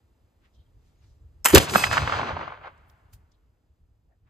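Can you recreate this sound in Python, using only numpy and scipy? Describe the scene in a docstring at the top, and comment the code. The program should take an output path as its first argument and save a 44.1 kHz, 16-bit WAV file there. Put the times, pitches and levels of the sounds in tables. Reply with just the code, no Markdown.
"""An open grassy range ringed by scrubby hills, a stereo microphone close to a flintlock rifle.
Light wind puffs on the microphone, clothes rustle and a far bird pips. At 1.45 s the flint strikes and
the priming fizzes; at 1.54 s the charge booms and overloads the microphone. Slaps return from ground,
posts and slopes, a steel piece rings downrange, and the hillside echo rumbles away.
Kit ticks faintly in the easing wind, with one low thud at 3.15 s."""
import sys
import numpy as np
from scipy import signal
from scipy.fft import rfft, irfft, next_fast_len
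from scipy.io import wavfile

SR = 44100
rng = np.random.default_rng(int(sys.argv[2]) if len(sys.argv) > 2 else 0)


def store_pcm(level_fs):
    """Save levels as 16-bit WAV."""
    pcm = np.round(np.clip(level_fs, -1, 1) * 32767).astype(np.int16)
    wavfile.write(sys.argv[1], SR, np.atleast_2d(pcm).T)


N = 189365
T = np.arange(N) / SR
SHOT_S = 1.54


def from_db(db):
    """Decibels to gain."""
    return 10 ** (np.asarray(db) / 20)


def rms_one(x):
    """Scale to unit rms."""
    return x / np.sqrt(np.mean(x ** 2) + 1e-20)


def in_time(rows):
    """Columns of a curve, sample by sample."""
    s, *columns = np.transpose(rows)
    return [np.interp(T, s, c) for c in columns]


def sounding(rows):
    """One while a curve lasts, with 5 ms edges."""
    return np.clip(np.minimum(T - rows[0][0], rows[-1][0] - T) / .005, 0, 1)


def at_hz(points, hz):
    """Value of a spectrum table on a log-frequency axis."""
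    freqs, values = np.transpose(points)
    return np.interp(np.log(hz), np.log(freqs), values)


def swell(s, rise, fall):
    """Exponential rise to a crest at s, exponential fall after it; time constants in seconds."""
    return np.exp(np.where(T < s, (T - s) / rise, (s - T) / fall))


def wobble(per_s):
    """Random drift of spread about one, a new value per_s times a second."""
    knots = np.arange(0, T[-1] + 1, 1 / per_s)
    return np.interp(T, knots, rng.standard_normal(len(knots)))


def resonance(x, hz, width_hz):
    """Two-pole band-pass with gain 1 on top."""
    r = np.exp(-np.pi * width_hz / SR)
    gain = (1 - r * r) / 2
    return signal.lfilter([gain, 0, -gain], [1, -2 * r * np.cos(2 * np.pi * hz / SR), r * r], x + 1e-18)


def filtered(x, hz, kind="low", order=2):
    """Butterworth filter."""
    return signal.sosfilt(signal.butter(order, hz, kind, fs=SR, output="sos"), x)


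def coloured(mid, side, spectrum, treble_db=0, low_hz=100):
    """Stereo mix of half-octave bands at unit rms, then tilted above 2 kHz by treble_db per 4 kHz."""
    # likeness of left and right at the microphone: f/Hz, correlation
    likeness = [(60, 0.99), (180, 0.99), (550, .65), (1650, 0.21), (4000, 0.88), (7000, 1), (15000, 1)]
    top_hz = min(spectrum[-1][0] * 1.2, 19000)
    edges = low_hz * 2 ** np.arange(0, np.log2(top_hz / low_hz), .5)
    out, power = 0, 0
    for k, (low, high) in enumerate(zip(edges, edges[1:])):
        hz = np.sqrt(low * high)
        m, s = filtered([mid[k % 2], side[k % 2]], [low, high], "band", order=3)
        alike = np.clip(at_hz(likeness, hz), 0, .995)
        stereo = np.sqrt(1 + alike) * m + np.sqrt(1 - alike) * s * [[1], [-1]]
        band = from_db(at_hz(spectrum, hz)) * stereo
        out = out + band * from_db(treble_db * np.clip((hz - 2000) / 4000, 0, 1.8))
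        power += np.mean(band ** 2)
    return out / np.sqrt(power)


def noise(spectrum, **tone):
    """Stereo noise of a given colour."""
    return coloured(*rng.standard_normal((2, 2, N)), spectrum, **tone)


def far_ambience():
    """The faint hush of the open range, sinking towards the end."""
    # loudness of the distant air: t/s, level/dB
    levels = [(0, -72.5), (3.0, -72), (3.6, -77), (4.29, -80)]
    # its spectrum: f/Hz, density/dB
    colour = [(170, -4), (250, -1.5), (600, -9.5), (1200, -15.5), (2000, -22), (4000, -26), (7500, -29.5),
              (12500, -30.5), (15800, -45)]
    return from_db(in_time(levels)[0]) * noise(colour, low_hz=167.34)


def bird():
    """A far bird: short soft sine pips."""
    # pips: t/s, f/Hz, level/dB, half-length/s
    pips = [(0.567, 3200, -73.5, .006), (0.594, 3170, -70, 0.0053), (.617, 3220, -76, .006),
            (0.666, 3200, -77, 0.0074), (.99, 6700, -81.5, .018), (1.075, 6850, -84, .012),
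            (1.16, 7200, -90, .012), (1.23, 7350, -88, .018)]
    return sum(from_db(db) * np.exp(-((T - s) / half) ** 2) * np.sin(2 * np.pi * hz * T)
               for s, hz, db, half in pips)


def wind_and_thud(level_db=-63, lumps_db=3.5, eases_at_s=2.8, eases_db=3.5):
    """A lumpy rumble of wind on the microphone, wind puffs, and one low thud at 3.15 s."""
    # wind puffs, and the thud at 3.15 s: t/s, level/dB
    bumps = [(.6, -58), (.77, -55.5), (.874, -67), (1.074, -54.5), (1.222, -50), (1.382, -54.5),
             (3.152, -53), (3.46, -62.5), (3.704, -64), (3.83, -58), (4.07, -58.5), (4.25, -57)]
    # spectrum of wind and thud: f/Hz, density/dB
    colour = [(12, -37), (20, -5.5), (37, -2), (56, 4.5), (107, -2), (193, -24.5), (400, -31), (520, -56),
              (880, -120)]
    breeze = from_db(level_db - eases_db * (T > eases_at_s) + lumps_db * wobble(12))
    surges = sum(from_db(db) * swell(s, rise=.022, fall=.035) for s, db in bumps)
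    return (breeze + surges) * noise(colour, low_hz=29.6)


def clothes_and_kit():
    """Cloth rustles and kit ticks nearby: brief bands of noise, the ticks rising more sharply."""
    # rustles of cloth: t/s, level/dB, f/Hz, half-width/octaves, fall/s
    rustles = [(0.454, -65.5, 1770, .79, .02), (0.553, -73.5, 4500, 0.44, .016), (.6, -77, 3600, .24, .05),
               (0.876, -75.5, 2500, 1.4, .06), (1.041, -71, 2000, 1.17, 0.032),
               (1.1, -76, 4370, 0.56, 0.054), (2.9, -68, 12000, 0.5, 0.015), (3.152, -73, 6990, 1.44, .025),
               (3.345, -77, 3700, .21, 0.015), (4.12, -70.5, 650, .2, 0.021), (4.125, -77, 1700, .15, .016),
               (4.279, -71.5, 1197, .8, 0.016)]
    # ticks of kit: t/s, level/dB, f/Hz, half-width/octaves, fall/s
    ticks = [(2.778, -71, 4485, .9, .004), (2.899, -60, 4500, .8, .004), (3.135, -52.5, 6000, 3.5, 0.0094),
             (3.319, -67.5, 5020, 0.37, .007)]
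    friction = rng.standard_normal(N) + 1.4 * rng.standard_normal((2, N))
    out = np.zeros((2, N))
    for events, rise_share in (rustles, 1), (ticks, .4):
        for s, db, hz, octaves, fall in events:
            edges = np.clip([hz / 2 ** octaves, hz * 2 ** octaves], 20, 18000)
            span = slice(round((s - .2) * SR), round((s + .3) * SR))
            band = rms_one(filtered(friction[:, span], edges, "band"))
            out[:, span] += from_db(db) * swell(s, rise_share * fall, fall)[span] * band
    return out


def hill_rumble(lumps_db=3):
    """The hills return the low end of the shot: a boom near 250 Hz over a rumble near 80 Hz."""
    # low echo: t/s, level/dB
    boom = [(1.585, -32.5), (1.67, -42), (1.70, -31), (1.75, -24.5), (1.82, -39), (1.92, -49.5),
            (2.16, -44), (2.42, -44.5), (2.5, -66), (2.8, -80)]
    # its spectrum: f/Hz, density/dB
    boom_colour = [(120, -8), (180, -3), (300, -2), (450, -7.5), (500, -14)]
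    # deep echo: t/s, level/dB
    rumble = [(1.585, -16), (1.61, -46), (1.68, -44), (1.74, -39), (1.82, -43), (1.87, -34.5),
              (2.05, -32.5), (2.11, -39.5), (2.42, -44), (2.5, -53.5), (3.1, -75.5), (3.4, -96)]
    # its spectrum: f/Hz, density/dB
    rumble_colour = [(30, -13.5), (50, -7.5), (80, 6), (120, 1), (160, -8), (200, -15.5)]
    out = 0
    for curve, colour, low_hz in (boom, boom_colour, 118), (rumble, rumble_colour, 27.53):
        level = from_db(in_time(curve)[0] + lumps_db * wobble(18)) * sounding(curve)
        out = out + level * noise(colour, low_hz=low_hz)
    return out


def hill_scatter(grains_per_s=390, smooth_at_s=2.68, air_loss_db_per_s=42):
    """Countless small reflections from bush and rock, dulled by the air the farther they travel."""
    # hillside echo: t/s, level/dB
    echo = [(1.585, -42), (1.64, -38.5), (1.69, -31), (1.72, -38.5), (1.745, -29.5), (1.86, -27.5),
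            (1.89, -38), (1.93, -25), (2.05, -32.5), (2.17, -27), (2.24, -32.5), (2.29, -29.5), (2.35, -38),
            (2.42, -35.5), (2.49, -40.5), (2.61, -50.5), (2.66, -38.5), (2.72, -56), (3.1, -67.5),
            (3.7, -91.5)]
    # its spectrum before the treble tilt: f/Hz, density/dB
    colour = [(300, -16.5), (450, -2.5), (700, 3), (1200, 5.5), (2000, -4), (3500, -3.5), (6000, -8),
              (8500, -12), (12000, -22), (15800, -33)]
    treble_db = np.maximum(14.5 - air_loss_db_per_s * (T - SHOT_S), -34)
    treble_db -= 15 * np.exp(-((T - 1.675) / .022) ** 2)   # the treble dulls briefly just after the shot
    sizes = from_db(4 * np.minimum(rng.exponential(1, N), 4)) * rng.choice([-1, 1], N)
    impulses = rms_one(sizes * (rng.random(N) < grains_per_s / SR))
    grains = 1.1 * swell(smooth_at_s, rise=9, fall=.03) * filtered(impulses, hz=2460)
    mid, side = rng.standard_normal((2, 2, N))
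    scatter = coloured(mid + grains, side, colour, treble_db=treble_db, low_hz=283.5)
    return sounding(echo) * from_db(in_time(echo)[0]) * scatter


def downrange_steel(at_s=1.758, waver_db=2.5):
    """A struck steel piece rings in unrelated partials; each wavers as it crosses the moving air."""
    # partials of the steel: f/Hz
    partials = [1050, 2576, 4963, 8140, 11862, 13240]
    # envelope of each partial: level/dB, t60/s, rise/s
    envelopes = [(-28.5, .2, 0.022), (-27.5, 1, 0.006), (-29, 0.57, 0.0485), (-30.5, .4, 0.0046),
                 (-28, 0.26, .003), (-37.5, .16, .003)]
    since, out = np.maximum(T - at_s, 0), 0
    for hz, (db, t60, rise) in zip(partials, envelopes):
        level_db = db - 60 * since / t60 + waver_db * wobble(40)
        out = out + (1 - np.exp(-since / rise)) * from_db(level_db) * np.sin(2 * np.pi * hz * since)
    return out


def slaps():
    """Each reflector sends back one short wave and a smear of weaker ones from its rough surface."""
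    # echoes off ground, posts and slopes: t/s, level/dB, left over right/dB, f/Hz, scatter gain/dB
    echoes = [(1.5572, -5, -3, 1510, 0), (1.5598, -1, -4, 1290, -8), (1.5725, -6, 6, 860, 3),
              (1.5745, -6, -3, 1080, -7), (1.5785, -5.5, -5, 2300, 1.5), (1.695, -24.5, -4, 3630, 4),
              (1.737, -26.5, 7, 1557, 12), (1.7495, -11, 2, 1129, 6), (1.7572, 3.5, -5, 1162, 0.5),
              (1.8378, -13, -1, 1820, 6), (1.8402, -10.5, -1, 1780, 1), (1.868, -19.5, -5, 1460, 5.5),
              (1.9133, -9.5, 2, 1550, -6), (1.929, -11, -3.5, 1190, 5.5), (1.939, -15, -7, 1380, -1),
              (1.970, -7.5, -3, 1220, -2), (1.978, -13, -2.5, 1320, 10), (2.0755, -11.5, -0.5, 1120, 1.5),
              (2.097, -15, -3.5, 1160, 0.5), (2.123, -14, -1, 1180, 5), (2.137, -22.5, -1.5, 1124, 11.5),
              (2.195, -21.5, -6, 926, 10), (2.2312, -16.5, 0.5, 1085, -4), (2.292, -20, -0.5, 810, 3.5),
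              (2.307, -21, -0.5, 764, 3.5), (2.367, -19, -2.5, 840, 0.2), (2.41, -23, 4, 940, 5.5),
              (2.43, -26.5, 0.7, 910, 4.5), (2.478, -26.5, 4, 950, 5), (2.522, -30.5, 0, 854, 8),
              (2.672, -29, 1, 1040, 2.5)]
    rough = rng.standard_normal(N) + 1.1 * rng.standard_normal((2, N))
    out = np.zeros((2, N))
    for s, db, pan_db, hz, scatter_db in echoes:
        smear_s = .0022 + .005 * (s - SHOT_S)   # longer the farther it came
        span = slice(round((s - .06) * SR), round((s + .1) * SR))
        cycle = hz * (T[span] - s) - 1
        wave = -np.cos(2 * np.pi * cycle) * np.exp(-(cycle / .58) ** 2)
        band = resonance(rough[:, span], hz, .73 * hz)
        dulled = filtered(resonance(band, .57 * hz, 1.2 * hz), 4 * hz)   # the air takes the top off
        scatter = dulled * swell(s + .0018, smear_s / 2, smear_s)[span]
        pan = from_db([[pan_db / 2], [-pan_db / 2]])
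        out[:, span] += from_db(db) * pan * (wave + from_db(scatter_db) * scatter)
    return out


def lock():
    """Each knock of the lock is a few milliseconds of scraping that rings wood and steel."""
    # lock parts knocking: t/s, drive/dB, extra drive of the frizzen/dB
    knocks = [(1.4455, -28.5, 12), (1.4518, -9.5, 1.5), (1.4568, 1, -3.5), (1.4605, -10, 3),
              (1.4645, -5.5, -4.5), (1.4698, -13.5, -5), (1.472, -18, 2), (1.4825, -30, 3.5),
              (1.4848, -15.5, 3), (1.494, -16.5, -3), (1.5025, -17.5, 0), (1.508, -18.5, -1)]
    # resonances of stock and cock: f/Hz, width/Hz, gain/dB
    body_modes = [(1270, 490, 6), (1700, 450, -0.1), (2490, 500, -5.5), (3075, 50.3, 2), (5450, 1100, -13)]
    # resonances of the steel frizzen: f/Hz, width/Hz, gain/dB
    frizzen_modes = [(7600, 2700, 0), (9150, 1800, -2.5), (12600, 1800, -3), (14090, 1200, -3.5)]
    scrape, wood, steel = rng.standard_normal(N), 0, 0
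    for s, db, bright_db in knocks:
        contact = from_db(db) * (T > s) * scrape
        wood = wood + swell(s + .0017, .0006, .0017) * contact
        steel = steel + from_db(bright_db) * swell(s + .00094, .00056, .0012) * contact
    return (sum(from_db(db) * resonance(wood, hz, width) for hz, width, db in body_modes)
            + sum(from_db(db) * resonance(steel, hz, width) for hz, width, db in frizzen_modes))


def priming(lit_s=1.4445, out_s=1.535, sag_db_per_s=90, out_db_per_s=600, sputter_db=2.5):
    """The priming flares, sputters as it burns down and goes out as the charge fires."""
    # spectrum of the fizz: f/Hz, density/dB
    colour = [(150, -16), (700, -7.5), (1570, -7), (3040, -7.5), (4220, -21), (6000, -13), (8000, -11),
              (11500, -12), (14000, -16.5), (15800, -25)]
    since = np.maximum(T - lit_s, 0)
    flare = 1 - np.exp(-since / .012)
    burn_db = -23.5 - sag_db_per_s * since - out_db_per_s * np.maximum(T - out_s, 0)
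    return flare * from_db(burn_db + sputter_db * wobble(300)) * noise(colour)


def muzzle_blast():
    """Gas leaves the barrel: slow pressure swings under the roar of the jet."""
    # pressure swings: t/s, f/Hz, level/dB, rise/s, fall/s, lag of the right side/s
    swings = [(1.5381, 289.9, -7, 0.0013, .002, .0003), (1.544, 349.6, 5.5, .0018, .0025, .0001),
              (1.554, 430, 0, .002, 0.004, .0001), (1.5613, 76.2, -8, 0.012, .022, .002),
              (1.5722, 520, -8.5, 0.0033, 0.0017, .0006), (1.7642, 190, -17.5, 0.005, 0.0057, .0002)]
    # bursts of the jet: t/s, level/dB, treble tilt/dB, fall/s
    bursts = [(1.533, -19.5, -10, 0.036), (1.5498, -8, 9.5, 0.0057), (1.558, -5.5, 2, 0.01),
              (1.572, -8, -3, 0.0065), (1.581, -7.5, 2, .006), (1.6, -22.5, -4.5, 0.041)]
    # spectrum of the jet before the tilt: f/Hz, density/dB
    colour = [(120, -6.5), (500, -10), (830, -13), (1600, -16.5), (2750, -16.5), (5000, -20.5), (8000, -27),
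              (12000, -26.5), (15800, -34.5)]
    pressure = 0
    for s, hz, db, rise, fall, lag in swings:
        phase = 2 * np.pi * hz * (T - s - np.array([[0], [lag]]))
        pressure = pressure + from_db(db) * swell(s, rise, fall) * np.cos(phase)
    jet = np.max([from_db(db) * swell(s, .002, fall) for s, db, _, fall in bursts], axis=0)
    return pressure + jet * noise(colour, treble_db=in_time(bursts)[1])


def scene():
    """Rifle, answering range and background as they reach the microphone."""
    rifle = lock() + priming() + muzzle_blast()
    returns = slaps() + downrange_steel() + hill_scatter() + hill_rumble()
    background = wind_and_thud() + far_ambience() + clothes_and_kit() + bird()
    return rifle + returns + background


def record(dry, cutoff_hz=16400):
    """The two microphone ports turn the phase opposite ways; loud swings overload; the top is cut."""
    # phase between the ports: f/Hz, lead of the left/rad
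    port_phase = [(0, 1), (130, -0.46), (400, -0.62), (1500, -1.13), (2550, 0), (3400, 1.21), (4400, 1.26),
                  (5400, -1.92), (7250, 0), (8700, -2.1), (10100, -2), (11500, -4.5), (12900, -6.5),
                  (14400, -8), (15600, -9)]
    size = next_fast_len(N + 4096)
    lead = np.interp(np.fft.rfftfreq(size, 1 / SR), *np.transpose(port_phase))
    ported = irfft(rfft(dry, size) * np.exp(.5j * lead * [[1], [-1]]), size)[:, :N]
    clipped = ported / (1 + ported ** 6) ** (1 / 6)   # soft limit at full scale
    top_cut = signal.cheby2(12, 60, cutoff_hz, fs=SR, output="sos")
    return np.clip(signal.sosfilt(top_cut, clipped), -1, 1)


dry = scene()
out = record(dry)
store_pcm(out)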